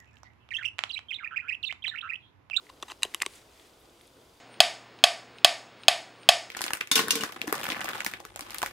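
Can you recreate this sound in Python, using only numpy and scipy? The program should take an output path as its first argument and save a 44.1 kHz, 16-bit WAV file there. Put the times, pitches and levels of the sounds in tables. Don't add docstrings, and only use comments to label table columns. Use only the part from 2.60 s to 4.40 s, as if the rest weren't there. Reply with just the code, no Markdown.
import sys
import numpy as np
from scipy import signal
from scipy.fft import rfft, irfft, next_fast_len
from scipy.io import wavfile
from scipy.ndimage import map_coordinates

SR = 44100
rng = np.random.default_rng(int(sys.argv[2]) if len(sys.argv) > 2 else 0)


def attenuation_scalar(level_db):
    decades = np.asarray(level_db, float) / 20
    return 10 ** decades


def unload_audio(sound):
    columns = np.transpose(np.atleast_2d(sound))
    steps = np.round(np.clip(columns, -1, 1) * 32767)
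    wavfile.write(sys.argv[1], SR, steps.astype(np.int16))


N = 79380
RING_S = np.arange(SR // 20) / SR
BOX_LOW_HZ = 260

# frequency in Hz, level in dB, t60 in seconds.
BRIGHT_MODES = [(1130, -10, .016), (1950, -10, .01), (2800, -6, .009), (3900, -6, .009), (4800, -6, .007),
                (5700, -8, .006), (6300, -4, .006), (7400, -2, .007), (8600, -3, .007), (10200, -6, .006),
                (11800, -10, .005), (13600, -14, .005)]


def unit(x):
    return x / np.sqrt(np.mean(x ** 2) + 1e-20)


def along(points, hz):
    f, v = np.transpose(points)
    return np.interp(np.log(hz + 1), np.log(f + 1), v)


def wobble(rate):
    knots = rng.standard_normal(int(N * rate / SR) + 4)
    return map_coordinates(knots, [np.arange(N) * rate / SR])


def filtered(x, response):
    m = next_fast_len(N + SR // 2)
    return irfft(rfft(x, m) * response(np.fft.rfftfreq(m, 1 / SR)), m)[..., :N]


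def no_bass(x, low_hz):
    return signal.sosfilt(signal.butter(N=3, Wn=low_hz, btype="high", fs=SR, output="sos"), x)


def grit(per_s, spread_db):
    when, sign, size = rng.random((3, N))
    return (when < per_s / SR) * np.sign(sign - .5) * attenuation_scalar(-spread_db * np.log(size + 0.065))


def stereo(pair, spectrum):
    # frequency in Hz, left-right likeness (0-1).
    likeness = [(40, .999), (90, .99), (180, 0.91), (400, 0.92), (800, 0.55), (2000, 0.46), (6000, 0.76),
                (12000, 1)]

    def response(hz):
        turn = np.arccos(np.clip(along(likeness, hz), 0, 1)) / 2
        return attenuation_scalar(along(spectrum, hz)) * [np.cos(turn), np.sin(turn)]

    mid, side = filtered(pair, response)
    return unit(np.array([mid + side, mid - side]))


def ring(hz, db, t60):
    hz, db, t60 = hz[:, None], db[:, None], t60[:, None]
    rise = 1 - np.exp(-RING_S * hz / .3)
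    return attenuation_scalar(db - 60 * RING_S / t60) * rise * np.sin(2 * np.pi * hz * RING_S)


def crack(db):
    t60_s = .006
    return attenuation_scalar(db - 60 * RING_S / t60_s) * np.diff(rng.standard_normal(len(RING_S) + 1))


def place(out, start_s, wave):
    out[..., round(start_s * SR):][..., :wave.shape[-1]] += wave


def forest():
    # frequency in Hz, level in dB per Hz.
    leaf_spectrum = [(15, -29), (25, -11), (65, -2), (192, -11), (290, -4), (510, -4.5), (585, -8.5),
                     (637, -7), (1500, -14), (1950, -38), (3300, -120)]
    # frequency in Hz, level in dB per Hz.
    hiss_spectrum = [(760, -8), (1300, -10.5), (3510, -1.5), (4330, -5), (4710, -4), (5130, -7),
                     (15700, -15), (15950, -40)]
    leaf_db = -60 + .6 * (wobble(6.77) + wobble(16.6))
    hiss_db = -63.5 - 2.5 + 0.18 * wobble(9.4)
    leaves = attenuation_scalar(leaf_db) * stereo(rng.standard_normal((2, N)), leaf_spectrum)
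    return leaves + attenuation_scalar(hiss_db) * stereo(rng.standard_normal((2, N)), hiss_spectrum)


def drive():
    start_s, turn_s = .0155, .08
    half = np.arange(int(N / SR / turn_s * 2))
    chance, out = rng.standard_normal((len(half), 3)), np.zeros(N + SR)
    tick = ring(4850 + 0 * half, -58 + 1.5 * chance[:, 0], .016 + 0 * half)
    clack = ring(3500 * (1 + 0.032 * chance[:, 1]), -53.5 + 1.7 * chance[:, 2], .009 + 0 * half)
    for k, wave in enumerate(tick + clack * (half[:, None] % 2 == 0)):
        place(out, start_s + k * turn_s / 2, wave)
    return out[:N]


def cloth():
    # time in seconds, level in dB.
    movement = [(0, -66), (.08, -65), (.15, -68.5), (.3, -61), (.38, -67), (.5, -57), (.675, -59),
                (.76, -54.5), (.84, -63), (.92, -64.5), (1.0, -60.5), (1.09, -63), (1.15, -69),
                (1.21, -65.5), (1.3, -68), (1.451, -66), (1.55, -68), (1.8, -68.5)]
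    # frequency in Hz, level in dB per Hz.
    fibre_spectrum = [(710, -6), (1200, -10), (2010, -1), (2380, -3), (3280, -4), (5260, -8), (8700, -9.5),
                      (15500, -23.5)]
    s, db = np.transpose(movement)
    move_db = np.interp(np.arange(N) / SR, s, db)
    fibres = np.array([unit(grit(2500, 0)) + rng.standard_normal(N) for _ in range(2)])
    sway_db = .5 * wobble(14.0) + 1.16 * wobble(62.2)
    return attenuation_scalar(move_db + sway_db) * stereo(fibres, fibre_spectrum)


def swishes():
    # start in seconds, length in seconds, level in dB, centre in Hz.
    brushes = [
        (.67, 0.14, -63, 8800),
        (1.18, 0.068, -70.5, 11000),
        (1.412, 0.0066, -59, 10000),
        (1.467, .013, -59.5, 9200),
        (.75, 0.016, -60, 6800),
    ]
    width_octaves = .4
    out, t = np.zeros(N), np.arange(N) / SR
    for s, length_s, db, hz in brushes:
        band = filtered(rng.standard_normal(N),
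                        lambda f: np.exp(-(np.log2((f + 1) / hz) / width_octaves) ** 2))
        swell = np.sin(np.pi * np.clip((t - s) / length_s, 0, 1))
        out += swell * attenuation_scalar(db + 2.5 * wobble(150)) * unit(band)
    return out


def ticks():
    # start in seconds, strength in dB, centre in Hz.
    touches = [(0.068, -53, 3960), (.2005, -46, 3740), (0.328, -43, 3970), (0.4555, -37, 4830),
               (.9965, -42, 3640), (1.07, -44.5, 8600), (1.3, -49, 6600), (1.4774, -45.5, 4320),
               (1.473, -50, 6200), (1.463, -51, 4700), (.553, -43, 3100), (0.736, -46, 3950)]
    cycles, rise_s, snap_db = 45, .0005, -18
    out = np.zeros(N + SR)
    for s, db, hz in touches:
        noise = rng.standard_normal((2, len(RING_S)))
        wave = np.sin(2 * np.pi * hz * RING_S + 0.41 * np.cumsum(noise[0])) + attenuation_scalar(snap_db) * noise[1]
        rise = 1 - np.exp(-RING_S / rise_s)
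        place(out, s, attenuation_scalar(db - 60 * RING_S * hz / cycles) * rise * wave)
    return out


def slides():
    # start in seconds, end in seconds.
    early_spans = [(.091, .104), (.214, .226), (.226, .236), (.28, .3), (.301, .321), (.321, .334),
                   (.421, .43)]
    late_spans = [(.433, .451), (.451, .5), (.547, .585), (.612, .619), (.621, .645), (.65, .662),
                  (.663, .672)]
    # level in dB, fade in dB over the slide.
    strokes = [(-55.5, -5.5), (-63, -14), (-44.5, 0), (-42.5, 9.5), (-46.5, -8), (-48, 17), (-37, 16),
               (-39.5, 5), (-45, 22), (-61, 1), (-50, -12), (-42.5, 20), (-50, -1), (-35, 44)]
    # frequency in Hz, gain in dB.
    colour = [(1100, 17.5), (3000, 18.5), (7000, 8), (14000, -24)]
    damping, bare_slip_db = .6, -19
    t, level = np.arange(N) / SR, np.zeros(N)
    for (s, end), (db, fade_db) in zip(early_spans + late_spans, strokes):
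        u = (t - s) / (end - s)
        edges = np.clip(np.minimum(u, 1 - u) * 8, 0, 1)
        level += attenuation_scalar(db - fade_db * np.clip(u, 0, 1)) * edges
    hz, db, t60 = np.transpose(BRIGHT_MODES)
    body = ring(hz, db + along(colour, hz), t60 * damping).sum(0)
    slips = unit(grit(9000, 3)) * attenuation_scalar(0.93 * wobble(350)) * level
    ringing = signal.fftconvolve(slips, body / np.linalg.norm(body))[:N]
    return ringing + attenuation_scalar(bare_slip_db) * np.diff(slips, prepend=0)


def knocks():
    # start in seconds, strength in dB, ring in Hz, t60 in seconds.
    hits = [(0.0679, -41, 2040, 0.0084), (0.0987, -37.5, 1065, 0.019), (0.2292, -25.5, 1142, 0.018),
            (.229, -30.5, 394, 0.015), (.229, -32.5, 657, 0.014), (0.301, -31, 1200, 0.01),
            (0.3192, -24, 1180, 0.0044), (.4335, -32.5, 970, 0.018), (.433, -40, 1240, 0.0093),
            (.4515, -29, 660, 0.016), (0.453, -27, 415, 0.014), (.5468, -26, 1140, 0.013),
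            (0.545, -36.5, 335, 0.028), (0.619, -29.5, 1160, 0.021), (0.619, -36, 380, 0.025),
            (.6315, -24.5, 1170, 0.0097), (0.317, -42.5, 344, 0.045), (.2262, -38.5, 1000, .03),
            (0.2258, -34.5, 5720, .012), (.6175, -27.5, 1160, .012), (.62, -38.5, 850, 0.016),
            (0.091, -44, 2010, .012), (1.4113, -39, 3500, .004), (1.4113, -45, 2300, .006),
            (.6233, -25, 7500, .008), (.6214, -27, 6000, .006), (.5397, -35, 3900, .003),
            (.3182, -37, 2900, .004), (.613, -40, 2200, .02), (.287, -42, 1100, 0.013),
            (1.477, -50, 800, .008), (.6244, -33, 2500, .03), (.5462, -36, 13200, .004),
            (.6628, -40, 13100, .004), (.5462, -32, 4700, .005), (.3185, -41, 780, .015),
            (0.6632, -27, 1115, 0.017), (0.6636, -26, 378, 0.018)]
    out = np.zeros(N + SR)
    start, db, hz, t60 = np.transpose(hits)
    for s, wave in zip(start, ring(hz, db, t60)):
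        place(out, s, wave)
    return out


def clicks():
    early_s = [.0995, .2257, .2303, .282, .3005, .3182, .4508]
    late_s = [.5398, .6027, .6172, .6222, .631, .652]
    # strength in dB, main ring in Hz, its t60 in seconds, bright modes in dB.
    strikes = [(-40.5, 4500, 0.0067, -13), (-25.5, 3495, 0.012, -11), (-34, 3500, 0.0059, -4.5),
               (-44, 1900, .01, -15), (-29.5, 3180, 0.0099, -16), (-32, 4340, 0.0056, -10),
               (-24, 3100, .009, -12), (-28, 2000, 0.005, -18), (-21.5, 2630, 0.0029, -22),
               (-16.5, 2700, 0.0055, -24), (-28.5, 7300, 0.011, 3), (-21, 2000, 0.0088, -31),
               (-38, 1600, 0.0066, -20)]
    detune, scatter_db, crack_db = .025, 2, -10
    out = np.zeros((2, N + SR))
    hz, level, t60 = np.transpose(BRIGHT_MODES)
    for s, (db, main_hz, main_t60, edge_db) in zip(early_s + late_s, strikes):
        chance = rng.standard_normal((3, len(hz) + 1))
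        mode_hz = np.append(hz * (1 + detune * chance[2, 1:]), main_hz)
        mode_db = np.append(level + edge_db + scatter_db * chance[0, 1:], 0)
        modes = ring(mode_hz, mode_db, np.append(t60, main_t60))
        mid = modes.sum(0) + crack(edge_db + crack_db)
        place(out, s, attenuation_scalar(db) * np.array([mid, chance[1] @ modes]))
    return out


def snaps():
    # start in seconds, strength in dB, ring length factor, crack in dB.
    blows = [
        (.432, -11, 1.3, -26),
        (.546, -18.5, .95, -17),
        (0.62, -13, 1.23, -18),
        (.6626, -22.5, .9, -17),
    ]
    # frequency in Hz, width in Hz, level in dB.
    seat_modes = [(1910, 210, -15.5), (2830, 280, 0), (3880, 294, 0.5), (4730, 150, -13.5),
                  (6300, 220, -13), (7150, 190, -10.5), (7930, 740, -10), (8600, 640, -13),
                  (9500, 320, -20), (10170, 220, -15.5), (11200, 190, -31), (14000, 600, -26)]
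    lip_modes = [(1950, 170, -8), (2950, 260, 0.5), (3800, 180, -6.5), (5300, 410, -13.5), (6060, 320, -12),
                 (7400, 380, -9), (7900, 250, -14), (8800, 320, -18), (9860, 550, -10.5),
                 (11500, 670, -12.5), (13400, 410, -24)]
    push_modes = [(2076, 274, -0.5), (2440, 420, -6), (3500, 330, -8), (4430, 410, -8.5),
                  (4940, 400, -11.5), (6100, 320, -12), (7150, 320, -14.5), (8460, 530, -10),
                  (9900, 420, -12), (10700, 400, -18), (11900, 500, -24), (13000, 500, -28)]
    drop_modes = [(2210, 250, 0.5), (3090, 290, -1), (3850, 210, -1), (4640, 190, -9), (5730, 410, -8.5),
                  (7100, 320, -12), (7680, 190, -11), (8400, 510, -5), (9500, 570, -13), (10600, 170, -19),
                  (11100, 200, -26)]
    mode_signs = [1, -1, 1, -1]
    gain_db = 1.6
    out = np.zeros((2, N + SR))
    grips = [seat_modes, lip_modes, push_modes, drop_modes]
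    for (s, db, length, crack_db), peaks, sign in zip(blows, grips, mode_signs):
        hz, width, level = np.transpose(peaks)
        t60 = length * np.log(1000) / np.pi / width
        start = width * sign ** np.arange(len(hz)) / width[np.argmax(level)]
        modes = ring(hz, level, t60) * start[:, None]
        mid = modes.sum(0) + crack(crack_db)
        side = rng.standard_normal(len(hz)) @ modes
        place(out, s, attenuation_scalar(db + gain_db) * np.array([mid, side]))
    return out


def contacts():
    out = no_bass(snaps() + clicks(), 1100)
    out += knocks()
    out[0] += ticks()
    return no_bass(out[:, :N], BOX_LOW_HZ)


def clearing(x):
    # frequency in Hz, t60 in seconds.
    decay = [(300, 0.064), (3000, 0.08), (12000, 0.083)]
    hz, t, z = signal.stft(rng.standard_normal((2, SR // 2)), SR, nperseg=256)
    tail = signal.istft(z * attenuation_scalar(-60 * t / along(decay, hz)[:, None]), SR, nperseg=256)[1]
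    tail = tail * 1.7 + tail.mean(0)
    late = np.pad(x, (130, 0))[None]
    return signal.fftconvolve(late, tail / np.linalg.norm(tail[0]), axes=1)[:, :N]


def scene():
    pan_db, side_db, clearing_db, around_pan_db, mic_top_hz = 0.53, -27, -22, .15, 13900
    mid, side = contacts()
    mid = mid + no_bass(slides(), BOX_LOW_HZ * 2)
    near = mid * attenuation_scalar([[pan_db], [-pan_db]]) + attenuation_scalar(side_db) * side * [[1], [-1]]
    near = near + attenuation_scalar(clearing_db) * clearing(mid)
    soft_top = signal.butter(N=8, Wn=mic_top_hz, fs=SR, output="sos")
    around = cloth() + swishes() + forest() + drive()
    return signal.sosfilt(soft_top, near) + around * attenuation_scalar([[around_pan_db], [-around_pan_db]])


def roll_off(x):
    return signal.sosfilt(signal.butter(12, 16640, fs=SR, output="sos"), x)


def record(dry):
    top_hz = 16600
    return roll_off(filtered(dry, lambda hz: hz < top_hz))


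dry = scene()
out = record(dry)
unload_audio(out)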